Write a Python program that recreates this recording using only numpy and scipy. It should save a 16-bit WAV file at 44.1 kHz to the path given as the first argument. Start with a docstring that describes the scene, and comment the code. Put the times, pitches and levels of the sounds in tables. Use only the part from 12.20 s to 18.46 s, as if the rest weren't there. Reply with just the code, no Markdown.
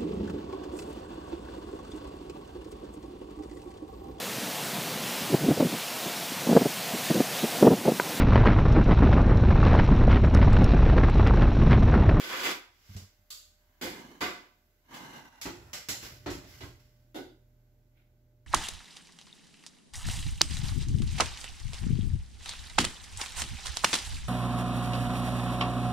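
"""Baking sheet into the oven

A metal sheet scrapes off a stove top, the oven door is pulled open and the sheet clanks onto the wire rack.
The rack slides in, the door creaks up on sprung hinges and shuts, and a hand knocks the control panel.
Blows and rubs are shaped noise through each part's resonances; the small hard kitchen rings after every blow.
Sine tones make the booms and a low mains hum that sets in; filtered noise makes rumble and hiss."""
import sys
import numpy as np
from scipy import signal
from scipy.fft import rfft, irfft, next_fast_len
from scipy.io import wavfile
from scipy.ndimage import map_coordinates

SR = 44100
rng = np.random.default_rng(int(sys.argv[2]) if len(sys.argv) > 2 else 0)


def store_pcm(level_fs):
    """Save levels as 16-bit WAV."""
    pcm = np.round(np.clip(level_fs, -1, 1) * 32767).astype(np.int16)
    wavfile.write(sys.argv[1], SR, np.atleast_2d(pcm).T)


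N = 276138  # samples

# Contacts, before tone and trim: start_s, thud_db, clank_db, hardness_db_per_octave (treble), rattle_s
SHEET_BLOWS = [(0.095, -50.5, -37, -5, 0.06), (0.122, -50.5, -32.5, -6.5, 0.07),
               (0.232, -51, -34.5, 0.5, 0.026), (0.251, -46, -35, -2, 0.034), (1.613, -35, -40, 2, 0.17),
               (2.007, -45, -38.5, 0.5, 0.015), (2.011, -34, -30.5, -2.25, 0.084),
               (2.739, -57, -53.5, 2.5, 0.027)]
# Door bumps against the frame: start_s, thud_db, clank_db, hardness_db_per_octave, rattle_s
DOOR_BLOWS = [(3.254, -39, -41.5, -1.2, 0.018), (4.061, -35, -39, -1.7, 0.04),
              (4.234, -57.5, -63, 2, 0.067), (4.407, -50, -48.5, 0.24, 0.04)]
# Snaps of the hinge springs, and the latch catching at 4.101 s: start_s, thud_db, clank_db,
# hardness_db_per_octave, rattle_s
HINGE_SNAPS = [(0.765, -53, -58.5, 1.93, 0.0054), (3.214, -59.5, -48.5, 2.13, 0.017),
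               (3.532, -49, -43.5, 0.2, 0.025), (3.687, -39.5, -42, 2.5, 0.025),
               (3.828, -48.5, -52.5, -1.5, 0.025), (4.101, -50, -49, -0.1, 0.029)]
# A knock on the panel: start_s, thud_db, clank_db, hardness_db_per_octave, rattle_s
PANEL_KNOCKS = [(4.945, -38.5, -48.5, 0.0059, 0.079)]
# A light tap on a rack wire: start_s, thud_db, clank_db, hardness_db_per_octave, rattle_s
WIRE_TAPS = [(1.104, -73, -61, 0, 0.015)]

# How each struck part shares out a blow: bass_db, body_db, middle_db, treble_db, top_db
SHEET_TONE = [-13, -1, 1, -2, -10.5]
# Door: bass_db, body_db, middle_db, treble_db, top_db
DOOR_TONE = [-6.5, 1.5, 0.5, -2.5, -15.5]
# Hinge: bass_db, body_db, middle_db, treble_db, top_db
HINGE_TONE = [-8, -2.5, -1, 5.5, -3]
# Panel: bass_db, body_db, middle_db, treble_db, top_db
PANEL_TONE = [-26.5, 1, 1.5, -1.5, -7.5]
# Wire: bass_db, body_db, middle_db, treble_db, top_db
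WIRE_TONE = [-7.5, -1, 2.5, 17, 15.5]
# The five bands of those tones: low_hz, high_hz
TONE_BANDS = [(45, 170), (170, 600), (600, 2500), (2500, 8000), (8000, 16000)]

# Resonances over the broad response: centre_hz, width_hz, level_db
SHEET_MODES = [(197, 30, 4), (285, 60, 7), (357, 60, 10), (523, 28, 8), (724, 21, 8), (988, 45, 6),
               (1090, 42, 4), (1165, 20, 6.5), (1515, 70, 7), (2050, 70, 10), (2330, 240, 5),
               (2920, 90, 0.5), (3390, 120, 6.5), (4890, 160, 4)]
# Oven door: centre_hz, width_hz, level_db
DOOR_MODES = [(61.7, 27, 12), (92, 30, 11), (173, 30, 6), (287, 13, 15), (352.5, 23, 16), (931, 50, 2.7),
              (1300, 28, 1.2), (2010, 80, 4.3), (4210, 190, 3)]
# Sprung hinge: centre_hz, width_hz, level_db
HINGE_MODES = [(61.5, 30, 12.5), (95, 49, 10), (383, 83, -0.5), (1150, 80, 1.5), (1550, 72, 6.5),
               (2058, 100, 6.5), (2985, 190, -3), (4940, 250, 1), (5500, 420, 3.5), (6150, 250, 0.5),
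               (7380, 970, 3)]
# Hollow control panel: centre_hz, width_hz, level_db
PANEL_MODES = [(272, 55, 22), (332, 90, 21.5), (398, 38, 21.5), (536, 92, 16), (735, 79, 16),
               (1475, 73, 17.5), (2150, 180, 9.5), (3670, 690, 11), (4790, 80, 9), (5510, 71, -5)]
# Rack on its rails: centre_hz, width_hz, level_db
RACK_MODES = [(140, 30, 19), (245, 50, 18), (930, 120, 18), (1120, 50, 13), (1580, 110, 17), (2040, 80, 16),
              (2880, 130, 15), (3710, 110, 8), (4100, 130, 9), (5900, 500, 6)]
# Thin rack wire: centre_hz, width_hz, level_db
WIRE_MODES = [(1210, 98, 13), (3040, 520, 8.5), (3620, 290, 11.5), (4530, 360, 15), (6550, 400, 10),
              (7400, 600, 7.5)]
# The oven's cavity, which colours the hiss: centre_hz, width_hz, level_db
CAVITY_MODES = [(1520, 80, 8.5), (2030, 81, 4.5)]

# Strokes, levels reached at the end and before trim: start_s, end_s, friction_db, shudder_db, swell_db_per_s
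SHEET_DRAG = [(0, 0.23, -36.5, -42, 21.5), (0.255, 0.32, -34, -36, -17.5)]
# Rack on its rails: start_s, end_s, friction_db, shudder_db, swell_db_per_s
RACK_SLIDES = [(1.4, 1.6, -76, -86, 25), (1.76, 1.96, -62, -53.5, -40), (2.735, 2.99, -51.5, -49.5, -5),
               (3.06, 3.52, -63, -77.5, -1.5)]
# Hinge springs, and last the hand letting go of the door handle: start_s, end_s, friction_db, shudder_db,
# swell_db_per_s
HINGE_RUBS = [(0.52, 0.745, -53.5, -58.5, 78), (3.37, 3.51, -74, -51.5, -12), (3.835, 3.865, -43, -48, -7),
              (3.92, 4.03, -65.5, -54.5, -39.5), (4.13, 4.17, -58.5, -40, -64),
              (4.28, 4.38, -52.5, -53, 21.5), (4.43, 4.455, -57.5, -41, 2), (4.6, 4.88, -81, -79.5, -59)]
# Fingers on the panel: start_s, end_s, friction_db, shudder_db, swell_db_per_s
FINGER_RUBS = [(5.775, 5.81, -86.5, -95, -56)]
# Pitch of the rails' resonances falls with the travel, before drift: time_s, pitch_ratio
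RACK_GLIDE = [(2.748, 1.04), (3.198, 0.95), (3.5, 0.9)]

# Friction colour of the sheet on the stove: frequency_hz, relative_db
SHEET_GRIT = [(290, -38.5), (500, -9.5), (800, -9.5), (1050, -8.5), (1490, -3), (2070, -7), (3000, -4.5),
              (7240, -11.5), (8720, -12.5), (11100, -15.5), (15500, -12.5)]
# Friction colour of the rails: frequency_hz, relative_db
RACK_GRIT = [(400, -15.5), (650, -1), (1300, -3.5), (3000, -7), (7000, -9), (15000, -13.5)]
# Friction colour of the hinges: frequency_hz, relative_db
HINGE_GRIT = [(400, -8), (700, -1.5), (1900, 2), (3000, 2.5), (5200, 1.5), (8000, -7), (15000, 0)]
# Friction colour of the fingers: frequency_hz, relative_db
FINGER_GRIT = [(500, -19.5), (1500, -12.5), (2400, -1), (3600, -14), (8000, -23), (15000, -9)]
# Shudder colour of the sheet: frequency_hz, relative_db
SHEET_SHUDDER = [(60, -18), (130, -6), (200, -2.5), (380, 4.5), (600, -1.5), (900, -25.5)]
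# Shudder colour of the rack: frequency_hz, relative_db
RACK_SHUDDER = [(50, -7), (100, -15.5), (220, -6), (350, -2), (550, -7.5), (900, -19.5)]
# Shudder colour of the door, shared by the panel: frequency_hz, relative_db
DOOR_SHUDDER = [(25, -20), (45, -4.5), (100, -2.5), (200, -9), (400, -10), (900, -28)]

# The door booms as it is pulled off its seal: start_s, level_db
BOOMS = [(0.693, -38), (.752, -30), (0.817, -40.5), (0.985, -60)]
# Ringing tones of each boom: frequency_hz, relative_db, t60_s
BOOM_MODES = [(95, 6, 0.12), (71.3, -13.5, 0.23), (131.4, -6, .1), (195.7, -6, 0.13), (286, -28.5, 0.31)]

# Partials of the mains hum: frequency_hz, relative_db
MAINS_PARTIALS = [(120, 0), (240, -15), (360, -30)]
# Thin buzz, before waver: time_s, level_db
BUZZ_LEVEL = [(0, -90), (1.2, -81), (2.5, -81), (3.9, -69.5), (4.7, -78.5), (6.26, -79.5)]
HUM_FULL_S, HUM_RISE_S = 3.9, 0.2  # the swell ends at HUM_FULL_S
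MAINS_DB, MAINS_SAG_DB_PER_S = -61.5, 1.0  # before waver
DRONE_DB, DRONE_GROWS_DB = -73, 3  # before waver; the motor works harder once the hum is on

# Colour of the room hiss: frequency_hz, relative_db
HISS_COLOUR = [(300, -19), (700, 5.5), (1000, 1), (1550, 0.5), (2200, 0.5), (3200, -1.5), (6200, -2.5),
               (9000, -5), (11500, -2.5), (14000, 4.5), (15500, 1.5)]
# Room hiss, a little stronger while the oven stands open: time_s, level_db
HISS_LEVEL = [(0, -80.5), (1.0, -70.5), (2.6, -72), (4.8, -74), (6.26, -78.5)]
# Colour of the appliance rumble: frequency_hz, relative_db
RUMBLE_COLOUR = [(20, -18), (45, -14.5), (80, 6.5), (115, -7), (200, -11), (330, -11), (500, -18),
                 (900, -25.5), (2000, -58)]
# Appliance rumble: time_s, level_db
RUMBLE_LEVEL = [(0, -76), (2.6, -72), (4.0, -69), (6.26, -70)]

# Kitchen decay, before the object's sustain: frequency_hz, t60_s
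KITCHEN_DECAY = [(70, 0.33), (260, 0.42), (700, 0.4), (1900, 0.42), (5000, 0.41), (13000, .36)]
# Left-right likeness of diffuse sound: frequency_hz, correlation_ratio
LIKENESS = [(100, 0.94), (270, 0.83), (520, 0.68), (1000, 0.057), (10000, 0.018)]
DIRECT_GAIN = 0.11  # dry contact against the kitchen's answer
# Microphone port notch: frequency_hz, gain_db
PORT_NOTCH = [(7900, 0), (8500, -17), (9000, -11), (9700, -5), (11000, 0), (15000, -3)]
TOP_HZ = 15650  # nothing passes from here up


def amp(db):
    """Decibels to gain."""
    return 10 ** (np.asarray(db) / 20)


def rms(x):
    """Root mean square, never quite zero."""
    return np.sqrt(np.mean(x ** 2) + 1e-20)


def along(points, hz):
    """Read (frequency_hz, value) points on a log frequency axis."""
    point_hz, values = np.transpose(points)
    return np.interp(np.log(hz + 1), np.log(point_hz + 1), values)


def gains(rows):
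    """One gain per sample from (time_s, level_db) points."""
    return amp(np.interp(np.arange(N) / SR, *np.transpose(rows)))


def wobble(rate):
    """A random curve of straight segments, rate knots a second."""
    knots = rng.standard_normal(int(N * rate / SR) + 4)
    return map_coordinates(knots, [np.arange(N) * rate / SR], order=1)


def coloured(x, gain):
    """Pass x through the causal minimum-phase filter whose magnitude is gain(hz)."""
    size = x.shape[-1]
    m = 2 * next_fast_len(size // 2 + SR // 8)
    magnitude = np.maximum(gain(np.fft.rfftfreq(m, 1 / SR)), 1e-6)
    cepstrum = irfft(np.log(magnitude), m)
    # folding the cepstrum forward in time makes the filter causal
    cepstrum[1:m // 2] *= 2
    cepstrum[m // 2 + 1:] = 0
    return irfft(rfft(x, m) * np.exp(rfft(cepstrum)), m)[..., :size]


def resonant(modes, hz):
    """Gain of an object: its resonances stand on a broad response."""
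    power = 1
    for centre, width, db in modes:
        power = power + amp(db) ** 2 / (1 + (2 * (hz - centre) / width) ** 2)
    return np.sqrt(power)


def minor_modes(hz, count=600):
    """Sheet metal has countless small modes; every blow wakes a different mix of them."""
    depth_db = 2.8
    knots_hz = np.linspace(0, SR / 2, count)
    return amp(depth_db * np.interp(hz, knots_hz, rng.standard_normal(count)))


def diffuse(size):
    """Noise at two close microphones: alike in the bass, unrelated in the treble."""
    m = next_fast_len(size)
    likeness = along(LIKENESS, np.fft.rfftfreq(m, 1 / SR))
    turn = np.arccos(np.clip(likeness, -1, 1)) / 2
    noise = rfft(rng.standard_normal((2, m)))
    mid, side = irfft(noise * [np.cos(turn), np.sin(turn)], m)[:, :size]
    return np.array([mid + side, mid - side])


def kitchen(sustain, late_db=-29, late_t60=0.66):
    """The walls' dense answer, stretched by the object's sustain, and a faint longer tail from the hall."""
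    hz, t, z = signal.stft(diffuse(SR), SR, nperseg=256)
    walls = amp(-60 * t / (sustain * along(KITCHEN_DECAY, hz)[:, None]))
    hall = amp(late_db - 60 * t / (sustain * late_t60))
    tail = signal.istft(z * (walls + hall), SR, nperseg=256)[1][:, :SR]
    return tail / np.linalg.norm(tail[0])


def band_level_db(x, band):
    """Level of x within one frequency band."""
    sos = signal.butter(2, band, "band", fs=SR, output="sos")
    return 20 * np.log10(rms(signal.sosfilt(sos, x)))


def blows(rows, modes, tone, chatter, rise_s, trim_db, sustain, store_s=0.022):
    """Contacts chatter and ring object and room; weight sets the thud, hardness the treble."""
    out, t = np.zeros((2, N + SR)), np.arange(SR) / SR
    centres = np.sqrt(np.prod(TONE_BANDS, axis=1))
    octaves = np.log2(centres / centres[2])
    for s, thud_db, clank_db, hardness, rattle_s in rows:
        # one sharp hit, then a burst of spiky noise
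        force = rng.standard_normal(SR) ** 3
        force *= amp(-60 * t / max(rattle_s, 0.002)) * (1 - np.exp(-t / rise_s))
        force *= chatter / np.linalg.norm(force)
        force[0] += 1
        force /= np.linalg.norm(force)
        # the room fills while the contact chatters; late touches keep it ringing longer
        stored = force ** 2 * np.exp(np.minimum(t, rattle_s) / store_s)
        room = np.sqrt(np.cumsum(stored)) * kitchen(sustain)
        ring = coloured(DIRECT_GAIN * force + room, lambda hz: resonant(modes, hz) * minor_modes(hz))
        # bring the first 50 ms to the wanted level in each band
        attack = ring.mean(axis=0)[:SR // 20]
        own_db = [band_level_db(attack, band) for band in TONE_BANDS]
        band_db = np.where(octaves < 0, thud_db, clank_db + hardness * octaves) + tone
        balance = np.column_stack([centres, band_db - own_db])
        # thin sheet metal radiates little of the deepest bass
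        thin = [(25, -8.5), (55, -0.5)]
        voiced = coloured(ring, lambda hz: amp(along(balance, hz) + along(thin, hz)))
        out[:, round(s * SR):][:, :SR] += voiced
    return amp(trim_db) * out[:, :N]


def stroke_gains(strokes, attack_s, release_s, tail_db=-30, tail_s=0.41):
    """Friction and shudder gains: each stroke rises, swells or sags, then dies away in the room."""
    t, power = np.arange(N) / SR, np.zeros((2, N))
    for start, end, friction_db, shudder_db, swell in strokes:
        before, after = np.maximum(start - t, 0), np.maximum(t - end, 0)
        hold = amp(swell * (np.clip(t, start, end) - end) - 60 * before / attack_s)
        release = amp(-60 * after / release_s) + amp(tail_db - 60 * after / tail_s)
        power += (amp([[friction_db], [shudder_db]]) * hold * release) ** 2
    return np.sqrt(power)


def rubbing(strokes, modes, grit, shudder, rough_db, grit_trim_db, shudder_trim_db, attack_s, release_s,
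            glide=1, drift=0.012):
    """Surfaces slide: uneven slips excite the resonances while the part shudders in its mounts."""
    friction, shake = stroke_gains(strokes, attack_s, release_s)
    slips = amp(rough_db * wobble(140))
    # the resonances wander as the point of contact travels
    clock = np.cumsum(glide + drift * wobble(6))

    def excited(spectrum):
        """Slipping noise through the resonances, bent in pitch by the clock."""
        x = coloured(diffuse(N) * slips, lambda hz: amp(along(spectrum, hz)) * resonant(modes, hz))
        bent = np.array([map_coordinates(side, [clock], mode="mirror") for side in x])
        return bent / rms(x)

    scrape = amp(grit_trim_db) * friction * excited(grit)
    return scrape + amp(shudder_trim_db) * shake * excited(shudder)


def background():
    """Low appliance rumble under a faint hiss, both filtered diffuse noise."""
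    hiss = coloured(diffuse(N), lambda hz: amp(along(HISS_COLOUR, hz)) * resonant(CAVITY_MODES, hz))
    rumble = coloured(diffuse(N), lambda hz: amp(along(RUMBLE_COLOUR, hz)))
    return gains(HISS_LEVEL) * hiss / rms(hiss) + gains(RUMBLE_LEVEL) * rumble / rms(rumble)


def hum(buzz_hz=600, drone_hz=37, waver_db=2.5):
    """Mains hum swells in and sags slowly, over a thin buzz and a slow motor's drone."""
    t = np.arange(N) / SR
    on = np.clip(1 + (t - HUM_FULL_S) / HUM_RISE_S, 0, 1)

    def waver():
        """A slow random change of level."""
        return amp(waver_db * wobble(1.7))

    def tone(hz):
        """A sine of unit RMS with a random phase."""
        return np.sqrt(2) * np.sin(2 * np.pi * (hz * t + rng.random()))

    mains = sum(amp(db) * tone(hz) for hz, db in MAINS_PARTIALS)
    mains = on * amp(MAINS_DB - MAINS_SAG_DB_PER_S * (t - HUM_FULL_S)) * mains
    buzz = gains(BUZZ_LEVEL) * tone(buzz_hz)
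    motor = tone(drone_hz) + amp(-12.5) * tone(2 * drone_hz)
    motor = amp(DRONE_DB + DRONE_GROWS_DB * on) * motor
    return mains * waver() + buzz * waver() + motor * waver()


def baking_sheet():
    """The sheet is dragged over the stove's edge, then set on the rack, which runs out and in on its rails."""
    drag = rubbing(SHEET_DRAG, SHEET_MODES, SHEET_GRIT, SHEET_SHUDDER, rough_db=1.0,
                   grit_trim_db=2, shudder_trim_db=-4.5, attack_s=0.1, release_s=0.21)
    glide = np.interp(np.arange(N) / SR, *np.transpose(RACK_GLIDE))
    rails = rubbing(RACK_SLIDES, RACK_MODES, RACK_GRIT, RACK_SHUDDER, rough_db=1.5,
                    grit_trim_db=2.0, shudder_trim_db=-3, attack_s=0.18, release_s=0.45, glide=glide)
    clanks = blows(SHEET_BLOWS, SHEET_MODES, SHEET_TONE, chatter=2.0, rise_s=0.0049,
                   trim_db=-3.0, sustain=1.07)
    return drag + rails + clanks


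def oven_door():
    """Hinge springs rub and snap as the door swings, the latch catches and the hand lets go of the handle; the
    door booms and bumps against the frame."""
    springs = rubbing(HINGE_RUBS, HINGE_MODES, HINGE_GRIT, DOOR_SHUDDER, rough_db=1.0,
                      grit_trim_db=-1.0, shudder_trim_db=-5, attack_s=0.12, release_s=0.49)
    snaps = blows(HINGE_SNAPS, HINGE_MODES, HINGE_TONE, chatter=0.7, rise_s=0.004,
                  trim_db=-3.5, sustain=1.0)
    bumps = blows(DOOR_BLOWS, DOOR_MODES, DOOR_TONE, chatter=0.93, rise_s=0.023,
                  trim_db=-2.5, sustain=0.92)
    return door_boom() + springs + snaps + bumps


def door_boom(attack_s=0.0099):
    """The wide door panel flexes with a soft low ring of decaying sines."""
    out, t = np.zeros(N + SR), np.arange(SR) / SR
    ring = sum(amp(db - 60 * t / t60) * np.sin(2 * np.pi * hz * t) for hz, db, t60 in BOOM_MODES)
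    for s, db in BOOMS:
        out[round(s * SR):][:SR] += amp(db) * ring * (1 - np.exp(-t / attack_s))
    return out[:N]


def wire_tap():
    """A thin rack wire is touched and pings brightly."""
    return blows(WIRE_TAPS, WIRE_MODES, WIRE_TONE, chatter=1.3, rise_s=0.005, trim_db=-3.5, sustain=1.18)


def control_panel():
    """A hand knocks the hollow panel, then fingers brush over it."""
    brush = rubbing(FINGER_RUBS, PANEL_MODES, FINGER_GRIT, DOOR_SHUDDER, rough_db=2.0,
                    grit_trim_db=12.5, shudder_trim_db=6, attack_s=0.13, release_s=0.45)
    knock = blows(PANEL_KNOCKS, PANEL_MODES, PANEL_TONE, chatter=2.3, rise_s=0.011,
                  trim_db=-2.5, sustain=0.9)
    return brush + knock


def scene(right_db=0.98):
    """All sources together, a little louder on the right."""
    mix = background() + hum() + baking_sheet() + oven_door() + wire_tap() + control_panel()
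    return mix * amp([[-right_db], [right_db]])


def record(dry):
    """The microphone cuts the deepest bass, has a notch in the treble and a band limit."""
    bass_cut = [(15, -27.5), (35, -0.5)]  # frequency_hz, gain_db
    heard = coloured(dry, lambda hz: amp(along(PORT_NOTCH, hz) + along(bass_cut, hz)))
    m = next_fast_len(N + SR // 4)
    passed = np.fft.rfftfreq(m, 1 / SR) < TOP_HZ
    return irfft(rfft(heard, m) * passed, m)[:, :N]


dry = scene()
out = record(dry)
store_pcm(out)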